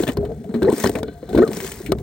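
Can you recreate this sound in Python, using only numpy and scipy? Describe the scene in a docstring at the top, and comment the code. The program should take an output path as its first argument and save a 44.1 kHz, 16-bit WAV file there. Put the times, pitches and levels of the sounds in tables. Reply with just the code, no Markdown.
"""Drain pipe into a mulch basin

Soapy water surges from a drain pipe into a plastic basin of mulch, close to a stereo microphone pair.
Foam fizzes faintly, spray hisses and patters, and churning water sets the air in the pipe humming.
In front, slugs of water slap out and large air pockets glug, most of them rising in pitch."""
import sys
import numpy as np
from scipy import signal
from scipy.fft import rfft, irfft
from scipy.io import wavfile
from scipy.ndimage import uniform_filter1d, minimum_filter1d

SR = 44100
rng = np.random.default_rng(int(sys.argv[2]) if len(sys.argv) > 2 else 0)


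def file_out(sig):
    """Save sig as 16-bit WAV at sys.argv[1]."""
    # one column per channel
    cols = np.atleast_2d(sig).T
    # limit, then scale
    lim = np.clip(cols, -1, 1)
    pcm = np.round(lim * 32767).astype(np.int16)
    wavfile.write(sys.argv[1], SR, pcm)


N = 89390

# Spectrum of the foam's fizz: f/Hz, relative level/dB
FOAM_SPECTRUM = [(590, -42), (1000, -12), (1500, -23), (8480, -13), (11200, -25), (13700, -4), (16300, -29)]
# Surges of spray: t/s, level/dB
SPRAY_LEVELS = [(0, -30.5), (.07, -45.5), (.135, -44.5), (.15, -60.5), (.53, -58), (.71, -48.5),
                (.73, -36.5), (.83, -30.5), (.875, -32.5), (.91, -45.5), (1.0, -46), (1.02, -59.5),
                (1.27, -57.5), (1.35, -44.5), (1.5, -49), (1.54, -37.5), (1.63, -35.5), (1.73, -40),
                (1.84, -45.5), (1.9, -56.5), (1.95, -62), (2.03, -52.5)]
# Spectrum of the spray: f/Hz, relative level/dB
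SPRAY_SPECTRUM = [(350, -32), (600, -25.5), (896, -3), (1340, -11.5), (1890, -5.5), (2860, -15),
                  (8510, -9.5), (11500, -16.5), (14200, -15), (16300, -7)]
# Modes of the air in the pipe, low to high: f/Hz, nominal width/Hz, relative level/dB
PIPE_MODES = [(211, 54.6, 1.5), (278.6, 19, -7.5), (411.7, 43, 0.5), (684, 31.5, -12), (1030, 310, 6.5),
              (1510, 49, 8), (1813, 85, -3.5), (2255, 41, -6), (3020, 50, -3.5), (3507, 65, 1),
              (4107, 140, 3)]
# Surges in the pipe: t/s, hum level/dB, rumble level/dB, level of the sputter at the mouth/dB
CHURN_LEVELS = [(0, -17.5, -23, -43), (.03, -28, -38, -42), (.1, -37, -37.5, -67), (.2, -28, -26, -60),
                (.46, -39, -40.5, -62.5), (.6, -32.5, -50, -59), (.635, -19, -21, -64),
                (.72, -27, -61, -41), (.79, -33.5, -69, -68), (.86, -20, -30, -29.5),
                (.93, -29.5, -33, -98), (1.08, -31.5, -37.5, -48), (1.19, -48, -41, -59.5),
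                (1.3, -34.5, -43.5, -52.5), (1.37, -23, -19.5, -42), (1.45, -25.5, -52, -54),
                (1.62, -33, -40.5, -47), (1.84, -43, -41, -65), (1.9, -31.5, -28.5, -51),
                (2.03, -33.5, -29, -93)]
# Spectrum of the rumble: f/Hz, relative level/dB
RUMBLE_SPECTRUM = [(25, -24), (54, 12), (113, 1.5), (160, 6), (210, -22.5)]
# Slugs and drops striking: t/s, relative crack level/dB, relative thump level/dB, crack t60/s, crack f/Hz
STRIKES = [(0.0357, -14, -17, 0.013, 3060), (.068, -24, -27.5, 0.036, 3270),
           (0.0771, -13, -23.5, 0.024, 3460), (0.087, -18.5, -22.5, 0.06, 2800),
           (0.119, -24, -61.5, 0.02, 4220), (0.17, -21, -22, 0.022, 4700), (0.25, -35, -34, 0.046, 3540),
           (0.4412, -38, -51, 0.022, 3480), (0.4908, -63, -40, 0.052, 1520),
           (0.5402, -35, -25, 0.073, 4170), (0.6206, -27, -24, 0.04, 1600),
           (0.629, -21.5, -36, 0.026, 4100), (0.6469, -42, -23.5, 0.038, 4100),
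           (0.699, -16, -40, 0.014, 8700), (0.7209, -24, -29.5, 0.064, 8400), (0.78, -18, -28, 0.03, 9050),
           (0.799, -15, -33, 0.034, 6660), (0.838, -12.5, -15.5, 0.049, 5700),
           (0.8713, -12.5, -22.5, 0.023, 5110), (0.8941, -11.5, -27, 0.019, 8500),
           (0.9152, -23, -67, 0.013, 4340), (0.953, -21, -21, 0.05, 2280), (0.9863, -26, -23, 0.019, 6660),
           (1.0305, -19, -21, 0.016, 4450), (1.2269, -61, -40, 0.06, 3540), (1.2903, -32, -36, 0.044, 3950),
           (1.351, -26, -27, 0.034, 4140), (1.3755, -24, -18.5, 0.043, 4100),
           (1.3857, -32, -23.5, 0.032, 4000), (1.393, -36, -20, 0.022, 4040),
           (1.4192, -32, -15.5, 0.016, 4130), (1.4763, -24, -27.5, 0.035, 4270),
           (1.515, -23.5, -28.5, 0.018, 8270), (1.5311, -18.5, -60, 0.023, 5000),
           (1.5686, -13, -64, 0.015, 6100), (1.6025, -17, -27, 0.023, 1810),
           (1.6451, -19, -30, 0.028, 6860), (1.676, -13.5, -52, 0.015, 7100),
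           (1.7172, -15.5, -38.5, 0.023, 7940), (1.8613, -23, -74, 0.07, 2300),
           (1.9196, -9, -14.5, 0.018, 4400), (1.9849, -31, -37, 0.025, 3850),
           (2.0208, -9.5, -16.5, 0.01, 2620)]
# Spectrum of a strike's crack: f/Hz, relative level/dB
CRACK_SPECTRUM = [(880, -58), (1500, -4.5), (3140, -6.5), (4150, -12.5), (7560, -10), (8520, -6),
                  (11200, -18), (13600, -7), (16300, -17.5)]
# Spectrum of a strike's thump: f/Hz, relative level/dB
THUMP_SPECTRUM = [(100, 15.5), (400, 21.5), (900, 2.5), (1800, -4), (3000, -18), (4200, -10.5), (5200, -56)]
# Large air pockets: t/s, length/s, start f/Hz, end f/Hz, peak level before wobble/dB
AIR_POCKETS = [(.002, 0.013, 341, 364, -8), (0.009, 0.052, 367, 440, -22), (0.068, 0.047, 1775, 1834, -30),
               (0.093, 0.006, 1270, 1350, -34), (0.083, 0.029, 211, 305, -17),
               (0.171, 0.094, 404, 409, -20.5), (.185, 0.0097, 157, 203, -13),
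               (0.226, 0.053, 393.5, 427, -23.5), (0.228, 0.025, 628, 677, -26),
               (0.286, 0.062, 440, 474, -26), (0.305, 0.03, 570, 703, -32), (0.371, .07, 192, 266, -30),
               (.443, 0.017, 650, 687, -31), (0.451, 0.037, 181, 194, -28), (0.458, 0.1, 404, 490, -31),
               (.492, 0.026, 230, 199, -20.5), (0.546, 0.068, 419, 410, -23.5),
               (0.547, 0.071, 225, 241, -16.5), (.619, 0.043, 297, 525, -13.5),
               (.62, 0.026, 1560, 1600, -31), (0.641, 0.047, 376, 440, -10),
               (0.648, 0.021, 4000, 4150, -42.5), (0.652, 0.043, 1380, 1820, -41),
               (0.674, 0.023, 485, 488, -8), (0.678, 0.032, 768, 1123, -23.5),
               (0.681, 0.014, 1790, 1910, -28), (0.688, 0.015, 346, 490, -3),
               (0.712, 0.017, 830, 1100, -25.5), (0.727, 0.0081, 324, 332, -8),
               (0.737, 0.013, 228, 288, -13.5), (.841, 0.037, 324, 409, -15), (.842, 0.013, 208, 322, -6.5),
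               (.8415, 0.0035, 770, 1080, -14), (.843, 0.005, 1780, 1860, -19.5),
               (0.853, 0.0065, 806, 1200, -16.5), (0.867, 0.02, 231, 305, -14.5),
               (.872, 0.007, 1800, 1880, -24.5), (.895, 0.0089, 479, 470, -19),
               (0.952, 0.089, 634, 637, -30.5), (.955, 0.0097, 424, 436, -16.5),
               (0.999, 0.1, 435, 434.4, -26.5), (1.029, 0.027, 1390, 1496, -41),
               (1.14, 0.091, 690, 710, -43), (1.228, 0.015, 502, 510, -26), (1.286, 0.04, 678, 790, -35),
               (1.296, 0.08, 352.6, 416, -30), (1.347, 0.0099, 283, 540, -6.5),
               (1.346, 0.0089, 825, 1080, -27.5), (1.359, 0.0079, 755, 1070, -31),
               (1.362, 0.0085, 239, 380, -7.5), (1.375, 0.047, 1430, 1576, -30),
               (1.387, 0.017, 2280, 2330, -36), (1.374, 0.042, 315, 363, -8.5),
               (1.388, 0.0087, 449, 586, -7), (1.389, 0.053, 227, 266, -11.5), (1.396, 0.048, 365, 385, -8),
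               (1.418, 0.039, 430, 450, -8), (1.419, 0.017, 1770, 1920, -26.5),
               (1.42, 0.027, 1130, 1620, -23), (1.447, 0.037, 1320, 1090, -33),
               (1.489, 0.0077, 300, 358, -13.5), (1.503, 0.015, 400, 446, -20),
               (1.618, 0.048, 379, 386, -27.5), (1.803, 0.018, 390, 361, -24),
               (1.888, 0.035, 286, 347, -18.5), (1.918, 0.03, 369, 386, -15.5),
               (1.926, 0.0099, 1210, 1280, -26.5), (1.979, 0.013, 124, 138, -21)]
# Likeness of the splash at the two microphones: f/Hz, correlation
MIC_LIKENESS = [(500, .985), (1400, .88), (2800, .7), (5600, .68), (16000, .8)]
# Left microphone over right: f/Hz, level/dB
LEFT_LEVEL = [(60, 0.5), (380, 1), (700, 8), (1290, 4), (2380, 7), (4400, 7.5), (8120, 3), (15000, -3.5)]
# Left microphone ahead of right: f/Hz, phase/rad
LEFT_PHASE = [(0, 0), (690, 0.43), (1550, -1), (2330, 1.2), (2840, 1.5), (3880, 0.53), (5340, 1.35),
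              (7490, 1.5), (8870, 0), (10200, -3.5), (12200, -17.5), (13700, -4.5), (16200, -6.5)]

FOAM_DB, HISS_FLICKER_DB = -73.5, 3.5
DROPS_PER_S, DROP_SPREAD_DB, DROP_SHARE = 3000, 4.2, .45
PLOPS_PER_S, PLOP_SPREAD_DB, TURBULENCE = 230, 6, 0.86
CRACK_RISE_S, CRACK_CREST_DB, CRACK_PEAK_DB, CRACK_PEAK_OCT = 0.0014, 8, 10, 0.32
THUMP_RISE_S, THUMP_LIFT_DB, THUMP_STRETCH, PIPE_RING_DB = 0.00056, 5.5, 1.79, -16
GLUG_RISE_S, GLUG_WOBBLE_DB, JITTER_TURNS_PER_KHZ = .0008, 3.0, .06
GLUG_SKEW = 0.48  # below 1 the swell peaks early
BASS_CUT_HZ, TREBLE_CUT_HZ, CEILING = 58, 16000, .9


def gain_of(db):
    return 10 ** (np.asarray(db) / 20)


def unit_rms(x):
    return x / np.sqrt(np.mean(x ** 2) + 1e-20)


def at_hz(table, hz):
    f, value = np.transpose(table)
    return np.interp(np.log(hz + 1), np.log(f + 1), value)


def envelope(table, column):
    """One dB column of a table as gain per sample."""
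    rows = np.array(table)
    return gain_of(np.interp(np.arange(N) / SR, rows[:, 0], rows[:, column]))


def add(mix, start_s, sound):
    part = mix[round(start_s * SR):][:len(sound)]
    part += sound[:len(part)]


def colour(x, spectrum):
    """Filters by a spectrum, rolling off past its ends; rms 1."""
    hz = np.fft.rfftfreq(len(x), 1 / SR)
    band = np.clip(hz / spectrum[0][0], 0, 1) ** 4 * np.clip(spectrum[-1][0] / (hz + 1), 0, 1) ** 4
    return unit_rms(irfft(rfft(x) * gain_of(at_hz(spectrum, hz)) * band, len(x)))


def ring(x, hz, width):
    """One resonance of peak gain 1."""
    return signal.lfilter(*signal.iirpeak(hz, hz / width, SR), x)


def clicks(per_s, spread_db):
    """Sparse impulses of random sign, a few large."""
    size = gain_of(spread_db * np.minimum(rng.exponential(1, N), 4)) * rng.choice([-1., 1.], N)
    return size * (rng.random(N) < per_s / SR)


def flutter(first, second):
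    """Noise smoothed over two spans of samples; rms 1."""
    return unit_rms(uniform_filter1d(uniform_filter1d(rng.standard_normal(N), first), second))


def foam():
    """Soap foam fizzes softly and steadily behind everything."""
    return gain_of(FOAM_DB) * colour(rng.standard_normal(N), FOAM_SPECTRUM)


def spray():
    """Droplets patter as short rising grains of many pitches over a flickering hiss."""
    t, drops = np.arange(300) / SR, np.zeros(N)
    pitches = np.geomspace(900, 15000, num=24)
    for hz in pitches:
        grain = np.sin(2 * np.pi * hz * t * (1 + 40 * t)) * np.exp(-t * hz / 2.6)
        hits = clicks(DROPS_PER_S / len(pitches), DROP_SPREAD_DB)
        drops += signal.oaconvolve(hits, grain * np.sqrt(hz))[:N]
    treble_lift = np.sqrt(np.clip(np.fft.rfftfreq(N, 1 / SR) / 900, 1, 17))
    drops = unit_rms(irfft(rfft(drops) * treble_lift, N))
    flicker = gain_of(HISS_FLICKER_DB * flutter(300, 200))
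    hiss = unit_rms(flicker * rng.standard_normal(N))
    mix = DROP_SHARE * drops + (1 - DROP_SHARE) * hiss
    return envelope(SPRAY_LEVELS, column=1) * colour(mix, SPRAY_SPECTRUM)


def pipe(drive, modes):
    """The air column rings at its modes."""
    return unit_rms(sum(gain_of(db) * np.sqrt(50 / width) * ring(ring(drive, hz, 2 * width), hz, 2 * width)
                        for hz, width, db in modes))


def churn():
    """Small plops and turbulence ring the air in the pipe; a lumpy rumble lies below."""
    plops = unit_rms(clicks(PLOPS_PER_S, PLOP_SPREAD_DB))
    drive = plops + TURBULENCE * rng.standard_normal(N)
    hum = envelope(CHURN_LEVELS, column=1) * pipe(drive, PIPE_MODES[:4])
    rumble = envelope(CHURN_LEVELS, column=2) * colour(rng.standard_normal(N), RUMBLE_SPECTRUM)
    sputter = envelope(CHURN_LEVELS, column=3) * pipe(drive, PIPE_MODES[4:])
    return hum + sputter + rumble


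def slaps():
    """Each slug strikes with a bright crack and a longer, duller thump; both ring the upper pipe modes."""
    strikes, t = np.zeros(N), np.arange(4000) / SR
    hz = np.fft.rfftfreq(len(t), 1 / SR) + 1
    for start_s, crack_db, thump_db, t60, crack_hz in STRIKES:
        crack_noise, thump_noise = rng.standard_normal((2, len(t)))
        peak = gain_of(CRACK_PEAK_DB * np.exp(-(np.log2(hz / crack_hz) / CRACK_PEAK_OCT) ** 2))
        crack = colour(irfft(rfft(crack_noise) * peak), CRACK_SPECTRUM)
        crack *= gain_of(crack_db - CRACK_CREST_DB - 60 * t / t60)
        thump = colour(thump_noise, THUMP_SPECTRUM)
        thump *= gain_of(thump_db + THUMP_LIFT_DB - 60 * t / (t60 * THUMP_STRETCH))
        add(strikes, start_s, crack * np.minimum(t / CRACK_RISE_S, 1))
        add(strikes, start_s, thump * np.minimum(t / THUMP_RISE_S, 1))
    ringing = sum(ring(strikes, f, width) * np.sqrt(f / width) for f, width, _ in PIPE_MODES[3:])
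    return strikes + gain_of(PIPE_RING_DB) * ringing


def splash():
    """Water landing in the basin: slaps and spray over the foam."""
    return slaps() + spray() + foam()


def glugs():
    """Air pockets ring as near sines, most climbing as they near the surface; turbulence wobbles them."""
    out = np.zeros(N)
    wobble, jitter = flutter(120, 80), flutter(120, 80)
    for start_s, length_s, start_hz, end_hz, db in AIR_POCKETS:
        progress = np.arange(round(length_s * SR)) / (length_s * SR)
        turns = rng.random() + length_s * (start_hz * progress + (end_hz - start_hz) * progress ** 2 / 2)
        # small, high pockets waver most
        turns += JITTER_TURNS_PER_KHZ * start_hz / 1000 * jitter[round(start_s * SR):][:len(progress)]
        swell = np.sin(np.pi * progress ** GLUG_SKEW) * np.minimum(progress * length_s / GLUG_RISE_S, 1)
        add(out, start_s, gain_of(db) * swell * np.sin(2 * np.pi * turns))
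    return out * gain_of(GLUG_WOBBLE_DB * np.tanh(wobble))


def scene():
    """The water is close and leans left; part of the splash reaches each microphone differently."""
    hz = np.fft.rfftfreq(N, 1 / SR)
    likeness = at_hz(MIC_LIKENESS, hz)
    mid = np.sqrt((1 + likeness) / 2) * rfft(glugs() + churn() + splash())
    side = np.sqrt((1 - likeness) / 2) * rfft(splash())
    lean = gain_of(at_hz(LEFT_LEVEL, hz) / 2) * np.exp(.5j * at_hz(LEFT_PHASE, hz))
    return irfft(np.array([(mid + side) * lean, (mid - side) / lean]), N)


def record(dry):
    """Behind the microphones: a bass cut, a smooth limiter on the loudest peaks, then a treble cut."""
    cut = signal.sosfilt(signal.butter(3, BASS_CUT_HZ, "high", fs=SR, output="sos"), dry)
    gain = minimum_filter1d(CEILING / np.maximum(abs(cut).max(0), CEILING), size=401)
    limited = cut * uniform_filter1d(uniform_filter1d(gain, size=200), size=200)
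    lowpass = signal.firwin(511, TREBLE_CUT_HZ, window=("kaiser", 9), fs=SR)
    return signal.oaconvolve(limited, lowpass[None], "same")


dry = scene()
out = record(dry)
file_out(out)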